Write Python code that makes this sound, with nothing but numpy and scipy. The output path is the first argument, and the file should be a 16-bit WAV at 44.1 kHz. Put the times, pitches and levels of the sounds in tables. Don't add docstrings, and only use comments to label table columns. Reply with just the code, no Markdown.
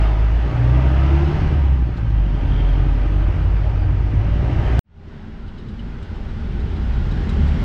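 import sys
import numpy as np
from scipy import signal
from scipy.fft import rfft, irfft, next_fast_len
from scipy.io import wavfile
from scipy.ndimage import uniform_filter1d, map_coordinates

SR = 44100
rng = np.random.default_rng(int(sys.argv[2]) if len(sys.argv) > 2 else 0)


def wrap_up_sound(samples):
    columns = np.atleast_2d(samples).T
    tamed = np.clip(columns, -1, 1)
    steps = np.round(tamed * 32767).astype(np.int16)
    wavfile.write(sys.argv[1], SR, steps)


N = 336924
TIME = np.arange(N) / SR

# time_s, firing_rate_hz
ENGINE_SPEED = [(0, 51.8), (.2, 52.76), (.4, 56.64), (.52, 59.15), (.68, 60.78), (1, 67.66), (1.4, 76.26),
                (1.53, 74.4), (1.8, 61.75), (2.02, 55.15), (2.26, 48.06), (2.82, 45.26), (3.4, 50.97),
                (3.95, 51.9), (4.27, 54.14), (4.48, 59.23), (4.62, 58), (4.79, 59.76)]
# time_s, load_db over a steady pull
ENGINE_LOAD = [(0, 5), (.16, 0), (.3, 0), (1, 4), (1.4, 4), (1.8, -4.5), (2.1, -5), (2.6, -0.5),
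               (3.3, -1.5), (4.05, -3.5), (4.79, 4.5)]
# centre_s, half_length_s, depth_db
BOOM_DIPS = [(.56, 0.081, 14), (1.39, 0.07, 21), (1.99, 0.086, 16.5), (2.38, 0.14, 4), (3.35, 0.019, 15),
             (3.83, .035, 7), (3.95, 0.93, 3), (4.24, 0.073, 4.5), (4.61, 0.083, 14)]
# time_s, level_db
BOOM_OCTAVE = [(0, -24), (.47, -36), (.53, -20.5), (.66, -16), (.85, -22.5), (1.36, -22), (1.53, -42),
               (1.7, -28.5), (1.93, -33.5), (2.05, -20.5), (2.2, -29.5), (3, -35.5), (3.6, -25),
               (4.05, -31), (4.2, -19), (4.35, -37.5), (4.48, -22.5), (4.61, -20.5), (4.73, -35),
               (4.79, -19)]
# pitch_hz, level_db at a steady pull
CAB_AIR = [(135, -27.5), (150, -36), (175, -42.5), (230, -60)]
# frequency_hz, relative_level_db
SHAKE_SPECTRUM = [(60, -36), (110, -1.5), (145, 11), (200, 1.5), (290, 4.5), (350, -0.5), (420, -12.5),
                  (490, -19.5), (800, -76.5)]
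# centre_s, half_length_s, change_db
SHAKE_SWELLS = [(.15, .2, 0), (.7, 0.28, 3.5), (1.9, .45, 1.2), (2.8, .3, 0), (3.1, .1, 0.5),
                (3.65, 0.16, -5)]
# multiple of firing rate, relative_level_db
CABIN_OVERTONES = [(2.25, -0.5), (2.5, -2.5), (4, -17), (5.3, -7), (6, -4.5), (6.9, -2.5), (9, 0.5),
                   (10.5, 0.5), (12.3, 0)]
# frequency_hz, response_db
CABIN_RESPONSE = [(70, 5), (130, -3), (210, 0.5), (290, -1.5), (345, -5), (400, -8.5), (480, -19),
                  (590, -9), (660, -17), (740, -12), (950, -17.5), (1300, -23)]
# centre_hz, width_hz, relative_level_db
PANEL_MODES = [(604, 44, 2), (724, 16, 6), (803.6, 22, 7), (932, 52, 3), (1240, 74, -0.5), (1558, 18, 1.5),
               (1974, 55, -6.5)]
# frequency_hz, relative_level_db
GROWL_SPECTRUM = [(280, -12), (420, 10), (480, 2.5), (590, 5.5), (667, 2), (740, 4), (900, 1), (1060, -0.5),
                  (1280, -1), (1500, -1.5), (1750, -22.5), (2600, -62.5)]
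# frequency_hz, relative_level_db
CLATTER_SPECTRUM = [(1100, -39.5), (1600, 2), (2300, -2), (3000, -4), (3700, -12.5), (4400, -15.5),
                    (5200, -18), (6300, -23.5), (7300, -32), (8500, -33), (10500, -51), (12000, -39.5),
                    (14000, -41), (15500, -62)]
# centre_hz, width_hz, relative_level_db
RASP_MODES = [(644, 33, 4), (804, 95, -1), (974, 32, -1.5), (1240, 69, -4.5)]
# time_s, pitch_hz, level_db
DRIVE_LINE = [(0, 60, -40.5), (2.2, 76.56, -38), (2.65, 78.46, -29), (2.85, 78.58, -22.5),
              (3.1, 81.47, -27), (3.4, 85.58, -23), (3.65, 89.05, -24.5), (3.9, 92.9, -19),
              (4.02, 93.3, -30), (4.35, 94.5, -22), (4.8, 90.4, -33)]
# frequency_hz, relative_level_db
THUMP_SPECTRUM = [(10, -10.5), (22, 1.5), (32, -4), (45, 2.5), (80, 3), (130, -0.5), (200, -16),
                  (400, -89.5)]
# centre_s, half_length_s, change_db of thumping
ROAD_BUMPS = [(.4, 0.64, -3), (1.45, 0.17, 5.5), (2.5, 0.17, 3.5), (4.6, 0.32, 4.5)]
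# start_s, level_db before its envelope, centre_hz, width_hz, t60_s
TRIM_BURSTS = [(.01, -53.5, 4980, 40.7, 0.75), (.01, -46, 3620, 45, .8), (1.965, -42, 4000, 995, 0.076),
               (1.969, -57, 6940, 605, 0.082), (3.435, -62.5, 13160, 1297, 0.051),
               (3.437, -58.5, 8700, 995, 0.062), (2.37, -29, 510, 260, 0.24), (3.05, -25, 320.9, 40, 0.26),
               (3.19, -21.5, 325, 40, 0.14), (3.639, -25, 599.3, 70, 0.15), (3.775, -51.5, 4800, 109, 0.23),
               (3.815, -50, 4630, 128.3, 0.2)]
# multiple of firing rate, relative_level_db
WHINE_OVERTONES = [(8.25, -4.5), (10.27, 5.5), (11.5, -8.5), (12.3, -11), (13.05, -6.5), (13.7, -16),
                   (14.3, 4), (17.95, -5.5), (19.08, 3.5), (20, -3.5)]
# centre_hz, width_hz, relative_level_db
HISS_BANDS = [(2850, 70, -6.5), (3180, 180, 3.5), (3400, 110, -6.5)]

# frequency_hz, relative_level_db
BUFFET_SPECTRUM = [(8, -16), (25, -19.5), (45, 0.5), (85, 4.5), (125, -8.5), (200, -45), (400, -80.5)]
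# frequency_hz, relative_level_db
BODY_SPECTRUM = [(65, -26.5), (110, 1), (160, 2), (220, 0.5), (265, -7.5), (365, -9.5), (400, -13),
                 (440, -12.5), (520, -27), (750, -75)]
# frequency_hz, relative_level_db
TYRE_SPECTRUM = [(280, -28), (480, -1), (575, -0.5), (720, -2.5), (805, -1), (900, -2), (1150, -5.5),
                 (1300, -4.5), (1440, -2), (1620, -5.5), (2100, -8), (2430, -11.5), (2950, -10),
                 (3400, -23.5), (4600, -51.5)]
# frequency_hz, relative_level_db
SPRAY_SPECTRUM = [(2300, -30.5), (3200, 2.5), (3900, -2.5), (4500, -4.5), (5200, -7), (6000, -12.5),
                  (7000, -18), (8300, -22.5), (9200, -29), (10500, -61), (12500, -38.5), (15000, -33.5)]
# time_s, firing_rate_hz, level_db, octave_level_db
EXHAUST_SPEED = [(4.85, 24.64, -43.5, -51), (5.7, 24.27, -35, -38), (6.4, 24.54, -32.5, -39),
                 (6.66, 26.27, -28, -42), (6.82, 29.1, -33, -25.5), (6.96, 30.2, -26.5, -21),
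                 (7.13, 33.83, -24, -41), (7.27, 36.7, -27, -22), (7.48, 35.88, -25, -20),
                 (7.64, 38, -28, -32)]
# multiple of firing rate, relative_level_db
BURBLE_OVERTONES = [(3, -5), (4, 0.5), (5, -5), (6, -5.5), (7, -6), (9, -12.5)]
# time_s, pitch_hz, level_db
CONVOY_HUM = [(4.9, 81.44, -38), (5.1, 83.7, -41.5), (5.4, 84.24, -39.5), (5.8, 81.17, -55),
              (6.35, 81.27, -49), (6.55, 80.63, -31), (7, 78.9, -29.5), (7.2, 82.1, -42), (7.6, 83, -36)]
# time_s, level_db
ROAD_DRONE = [(5.2, -45), (5.8, -36), (6.4, -36.5), (7.1, -26), (7.64, -25)]
# time_s, pitch_hz
TREAD_PITCH = [(4.85, 216), (5.7, 229.6), (7.35, 228.2), (7.64, 209.7)]
# pitch_hz, level_db before the swell
GEAR_TONES = [(399, -56.5), (578, -68.5), (798, -65), (2480, -76)]
# centre_hz, width_hz, relative_level_db
FITTING_MODES = [(2990, 130, 1), (3860, 100, 11), (5000, 220, -3), (6630, 240, -16), (8060, 170, -20),
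                 (8350, 170, -20.5), (9200, 250, -28.5)]
# centre_s, half_length_s, extra_db
TREMBLES = [(5.65, 0.2, 9), (6.9, .4, 3)]
# start_s, lowest_mode_db, upper_modes_db, click_db
KNOCKS = [(5.478, -49, -53, -64.5), (5.58, -50, -46, -61), (5.684, -54, -51.5, -58),
          (5.793, -45.5, -51, -63), (6.025, -48, -60, -52), (6.153, -55, -57, -59), (6.288, -62, -53, -64),
          (6.599, -58, -49, -56), (6.763, -57, -49, -58), (6.935, -57, -47, -55.5),
          (7.111, -56, -44.5, -53), (7.291, -48, -40, -43.5), (7.477, -53, -48, -48.5)]
# frequency_hz, relative_level_db
CLICK_SPECTRUM = [(1500, -7.5), (3500, 8), (6500, -2.5), (8000, -2.5), (9500, -15.5), (11000, -39),
                  (15000, -32)]

BOOM_DB, AIR_GROWS = -14.5, 0.55
SHIFT_S = 2.1
LUG_HZ, LUG_WIDTH_HZ, LUG_ROUGH = 49, 7.7, 0.078
SHAKE_DB, SHAKE_GROWS = -32.5, 0.24
BUMP_SHAKE = 0.74
OVERTONE_DB = -35.5
COAST_HZ_PER_S, COAST_DB = 14, 12
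GROWL_DB, GROWL_GROWS = -34, 0.88
CLATTER_DB, CLATTER_GROWS = -43, 1
PULL_START_S, PULL_END_S, PULL_RAMP_S = 0.42, 1.395, 0.12
PULL_FAN_DB, PULL_SHAKE_DB = 15, 0.5
FAN_DB = -51.5
FAN_PEAK_HZ, FAN_WIDTH_HZ, FAN_PEAK_DB = 348.3, 25, 12
RASP_DB, RASP_S, RASP_LENGTH_S = -34.5, 0.1, 0.17
CHASSIS_DB = -23.5
TRIM_RISE = 0.11
WHINE_DB = -49.5
HISS_DB, HISS_S, HISS_LENGTH_S = -47.5, 2.6, 0.16
HISS_SKIRT_S, HISS_SKIRT_SHARE = 0.55, 0.36

CUT_S, CUT_LENGTH_S = 4.793, .00005
FADE_S, FADE_LENGTH_S, FADE_POWER = 4.835, 0.29, 1.5
SWELL_S, SWELL_DB_PER_S = 5.426, 6
BUFFET_DB, BUFFET_GROWS, BUFFET_TOP_DB = -38, 1.74, -24.5
BODY_DB, TYRE_DB, SPRAY_DB = -38.5, -50, -62
BURBLE_DB, BURBLE_GROWS = -55, 1.66
ROAD_DRONE_HZ, TREAD_DB = 46.3, -48.5
CHATTER_DB, CHATTER_SWING_DB, CHATTER_RATE = -75.5, 2, 22
RATTLE_T60_S, RATTLE_RISE_S = 0.085, 0.0017
TOP_HZ = 15650


def amp(db):
    return 10 ** (np.asarray(db) / 20)


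def unit(x):
    return x / np.sqrt(np.mean(x ** 2) + 1e-20)


def curves(rows):
    s, *columns = np.transpose(rows)
    return [np.interp(TIME, s, column) for column in columns]


def bell(x, centre, width):
    return np.exp(-((x - centre) / width) ** 2)


def humps(rows):
    return sum(db * bell(TIME, s, length) for s, length, db in rows)


def noise():
    return rng.standard_normal(N)


def wobble(rate):
    knots = rng.standard_normal(int(N * rate / SR) + 4)
    return map_coordinates(knots, [TIME * rate])


def filtered(x, response):
    m = next_fast_len(N + SR // 2)
    return irfft(rfft(x, m) * response(np.fft.rfftfreq(m, 1 / SR)), m)[:N]


def coloured(x, points):
    f, db = np.transpose(points)
    return unit(filtered(x, lambda hz: amp(np.interp(np.log(hz + 1), np.log(f), db))))


def resonate(x, modes):
    def peak(hz, centre, width):
        return 1j * hz * width / (centre * centre - hz * hz + 1j * hz * width)

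    def response(hz):
        return sum(amp(db) * peak(hz, centre, 1.6 * width) ** 2 for centre, width, db in modes)

    return unit(filtered(x, response))


def patchy(depth_db):
    z = signal.stft(noise(), nperseg=1024)[2]
    field = uniform_filter1d(rng.standard_normal(z.shape), size=6, axis=0)
    field = uniform_filter1d(field, size=9, axis=1)
    return signal.istft(z * amp(depth_db * unit(field)), nperseg=1024)[1][:N]


def angle(hz):
    return 2 * np.pi * np.cumsum(hz) / SR


def hum(phase, rough, rate):
    in_phase = (1 + rough * wobble(rate)) * np.sin(phase)
    return unit(in_phase + rough * wobble(rate) * np.cos(phase))


def firings(phase, uneven_db, scatter_db):
    at = np.flatnonzero(np.diff(phase // (2 * np.pi)))
    cylinder = np.array([1, -1, 0, -.5])[np.arange(len(at)) % 4]
    pulses = np.zeros(N)
    pulses[at] = amp(uneven_db * cylinder + scatter_db * rng.standard_normal(len(at)))
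    return unit(pulses)


def engine_in_cab():
    hz, = curves(ENGINE_SPEED)
    load_db, = curves(ENGINE_LOAD)
    phase = angle(hz)
    pull = np.clip(np.minimum(TIME - PULL_START_S, PULL_END_S - TIME) / PULL_RAMP_S, 0, 1)
    cabin_db = PULL_SHAKE_DB * pull + BUMP_SHAKE * humps(ROAD_BUMPS) + humps(SHAKE_SWELLS)
    cabin = amp(cabin_db) * (shake(phase, load_db) + overtones(hz, phase))
    combustion = growl(phase, load_db) + clatter(phase, load_db)
    return (boom(hz, phase, load_db) + cabin + combustion + fan(hz, phase, pull)
            + rasp(phase) + whine(phase, pull) + hiss(phase))


def boom(hz, phase, load_db):
    rough = 0.04 + LUG_ROUGH * (TIME > SHIFT_S) * bell(hz, LUG_HZ, LUG_WIDTH_HZ)
    firing = amp(BOOM_DB - humps(BOOM_DIPS)) * hum(phase, rough=rough, rate=30)
    octave = amp(curves(BOOM_OCTAVE)[0]) * hum(2 * phase, rough=.12, rate=12)
    third_db = np.interp(3 * hz, *np.transpose(CAB_AIR)) + AIR_GROWS * load_db
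    return firing + octave + amp(third_db) * hum(3 * phase, rough=.22, rate=14)


def shake(phase, load_db):
    drive = firings(phase, uneven_db=7.5, scatter_db=2.0) + noise()
    return amp(SHAKE_DB + SHAKE_GROWS * load_db) * coloured(drive, SHAKE_SPECTRUM)


def coasting(hz):
    slowing = -uniform_filter1d(np.gradient(hz) * SR, size=8000)
    return np.clip(slowing / COAST_HZ_PER_S, 0, 1)


def overtones(hz, phase):
    stack = np.zeros(N)
    for multiple, db in CABIN_OVERTONES:
        offset = rng.uniform(0, 2 * np.pi)
        stack += amp(db) * hum(multiple * phase + offset, rough=.6, rate=13)
    return amp(OVERTONE_DB - COAST_DB * coasting(hz)) * coloured(stack, CABIN_RESPONSE)


def growl(phase, load_db):
    puffs = amp(0.47 * np.cos(phase) + 0.49 * np.cos(phase / 2))
    drive = firings(phase, uneven_db=-1.5, scatter_db=4.0) + 1.3 * puffs * noise()
    panels = resonate(drive, PANEL_MODES)
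    throat = coloured(puffs * patchy(depth_db=1.5), GROWL_SPECTRUM)
    return amp(GROWL_DB + GROWL_GROWS * load_db) * (amp(-4.0) * throat + amp(-7.5) * panels)


def clatter(phase, load_db):
    pulsing = amp(0.54 * np.cos(phase)) * patchy(depth_db=1.0)
    return amp(CLATTER_DB + CLATTER_GROWS * load_db) * coloured(pulsing, CLATTER_SPECTRUM)


def fan(hz, phase, pull):
    ratio = 4.72
    db = FAN_DB + PULL_FAN_DB * pull + FAN_PEAK_DB * bell(ratio * hz, FAN_PEAK_HZ, FAN_WIDTH_HZ)
    tone = hum(ratio * phase, rough=0.55, rate=34)
    octave = amp(-27.5) * hum(2 * ratio * phase, rough=0.44, rate=4.0)
    return amp(db) * (tone + octave)


def rasp(phase):
    puffs = amp(3 * np.cos(phase)) * noise()
    return amp(RASP_DB) * bell(TIME, RASP_S, RASP_LENGTH_S) * resonate(puffs, RASP_MODES)


def running_gear():
    hz, db = curves(DRIVE_LINE)
    drone = amp(db) * hum(angle(hz), rough=.2, rate=16)
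    return drone + amp(CHASSIS_DB + humps(ROAD_BUMPS)) * coloured(noise(), THUMP_SPECTRUM)


def trim():
    out = np.zeros(N)
    for s, db, hz, width_hz, t60 in TRIM_BURSTS:
        age = np.maximum(TIME - s, 0) / t60
        envelope = amp(db - 60 * age) * (1 - np.exp(-age / TRIM_RISE))
        out += envelope * resonate(noise(), [(hz, width_hz, 0)])
    return out


def whine(phase, pull):
    stack = sum(amp(db) * hum(multiple * phase, rough=.8, rate=30) for multiple, db in WHINE_OVERTONES)
    return amp(WHINE_DB) * pull * stack


def hiss(phase):
    peak = (1 - HISS_SKIRT_SHARE) * bell(TIME, HISS_S, HISS_LENGTH_S)
    skirt = HISS_SKIRT_SHARE * bell(TIME, HISS_S, HISS_SKIRT_S)
    flutter = amp(3 * np.cos(phase) + 1.5 * wobble(25))
    return amp(HISS_DB) * (peak + skirt) * unit(flutter * resonate(noise(), HISS_BANDS))


def road(swell_db):
    buffet_db = np.minimum(BUFFET_DB + BUFFET_GROWS * swell_db, BUFFET_TOP_DB)
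    air = amp(buffet_db) * coloured(noise(), BUFFET_SPECTRUM)
    body = amp(BODY_DB) * coloured(patchy(depth_db=1.5), BODY_SPECTRUM)
    tyres = amp(TYRE_DB) * coloured(patchy(depth_db=1.0), TYRE_SPECTRUM)
    spray = amp(SPRAY_DB) * coloured(patchy(depth_db=0.9), SPRAY_SPECTRUM)
    return air + amp(swell_db) * (body + tyres + spray)


def exhaust(swell_db):
    hz, firing_db, octave_db = curves(EXHAUST_SPEED)
    phase = angle(hz)
    firing = amp(firing_db) * hum(phase, rough=0.3, rate=10)
    octave = amp(octave_db) * hum(2 * phase, rough=0.15, rate=6.8)
    burble = sum(amp(db) * hum(multiple * phase, rough=.45, rate=9) for multiple, db in BURBLE_OVERTONES)
    return firing + octave + amp(BURBLE_DB + BURBLE_GROWS * swell_db) * burble


def convoy():
    hz, db = curves(CONVOY_HUM)
    engines = amp(db) * hum(angle(hz), rough=0.2, rate=4.9)
    drone = hum(2 * np.pi * ROAD_DRONE_HZ * TIME, rough=.2, rate=6)
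    return engines + amp(curves(ROAD_DRONE)[0]) * drone


def tread_and_gears(swell_db):
    tread = amp(TREAD_DB) * hum(angle(curves(TREAD_PITCH)[0]), rough=0.29, rate=5.4)
    gears = sum(amp(db) * hum(2 * np.pi * hz * TIME, rough=0.93, rate=16) for hz, db in GEAR_TONES)
    return amp(swell_db) * (tread + gears)


def chatter():
    db = CHATTER_DB + humps(TREMBLES) + CHATTER_SWING_DB * wobble(CHATTER_RATE)
    return amp(db) * resonate(noise(), FITTING_MODES[:3])


def rattles():
    lowest = resonate(noise(), FITTING_MODES[:1])
    upper = resonate(noise(), FITTING_MODES[1:])
    parts = np.array([lowest, upper, coloured(noise(), CLICK_SPECTRUM)])
    out = np.zeros(N)
    for s, *mix_db in KNOCKS:
        age = np.maximum(TIME - s, 0)
        envelope = amp(-60 * age / RATTLE_T60_S) * (1 - np.exp(-age / RATTLE_RISE_S))
        out += envelope * (amp(mix_db) @ parts)
    return out


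def scene():
    cab_gate = np.clip((CUT_S - TIME) / CUT_LENGTH_S, 0, 1)
    cab = cab_gate * (engine_in_cab() + running_gear() + trim())
    fade = np.clip((TIME - FADE_S) / FADE_LENGTH_S, 0, 1) ** FADE_POWER
    swell_db = SWELL_DB_PER_S * np.maximum(TIME - SWELL_S, 0)
    vehicles = exhaust(swell_db) + convoy() + tread_and_gears(swell_db)
    open_road = road(swell_db) + vehicles + chatter() + rattles()
    return (cab + fade * open_road)[None]


def record(dry):
    return filtered(dry[0], lambda hz: hz < TOP_HZ)[None]


dry = scene()
out = record(dry)
wrap_up_sound(out)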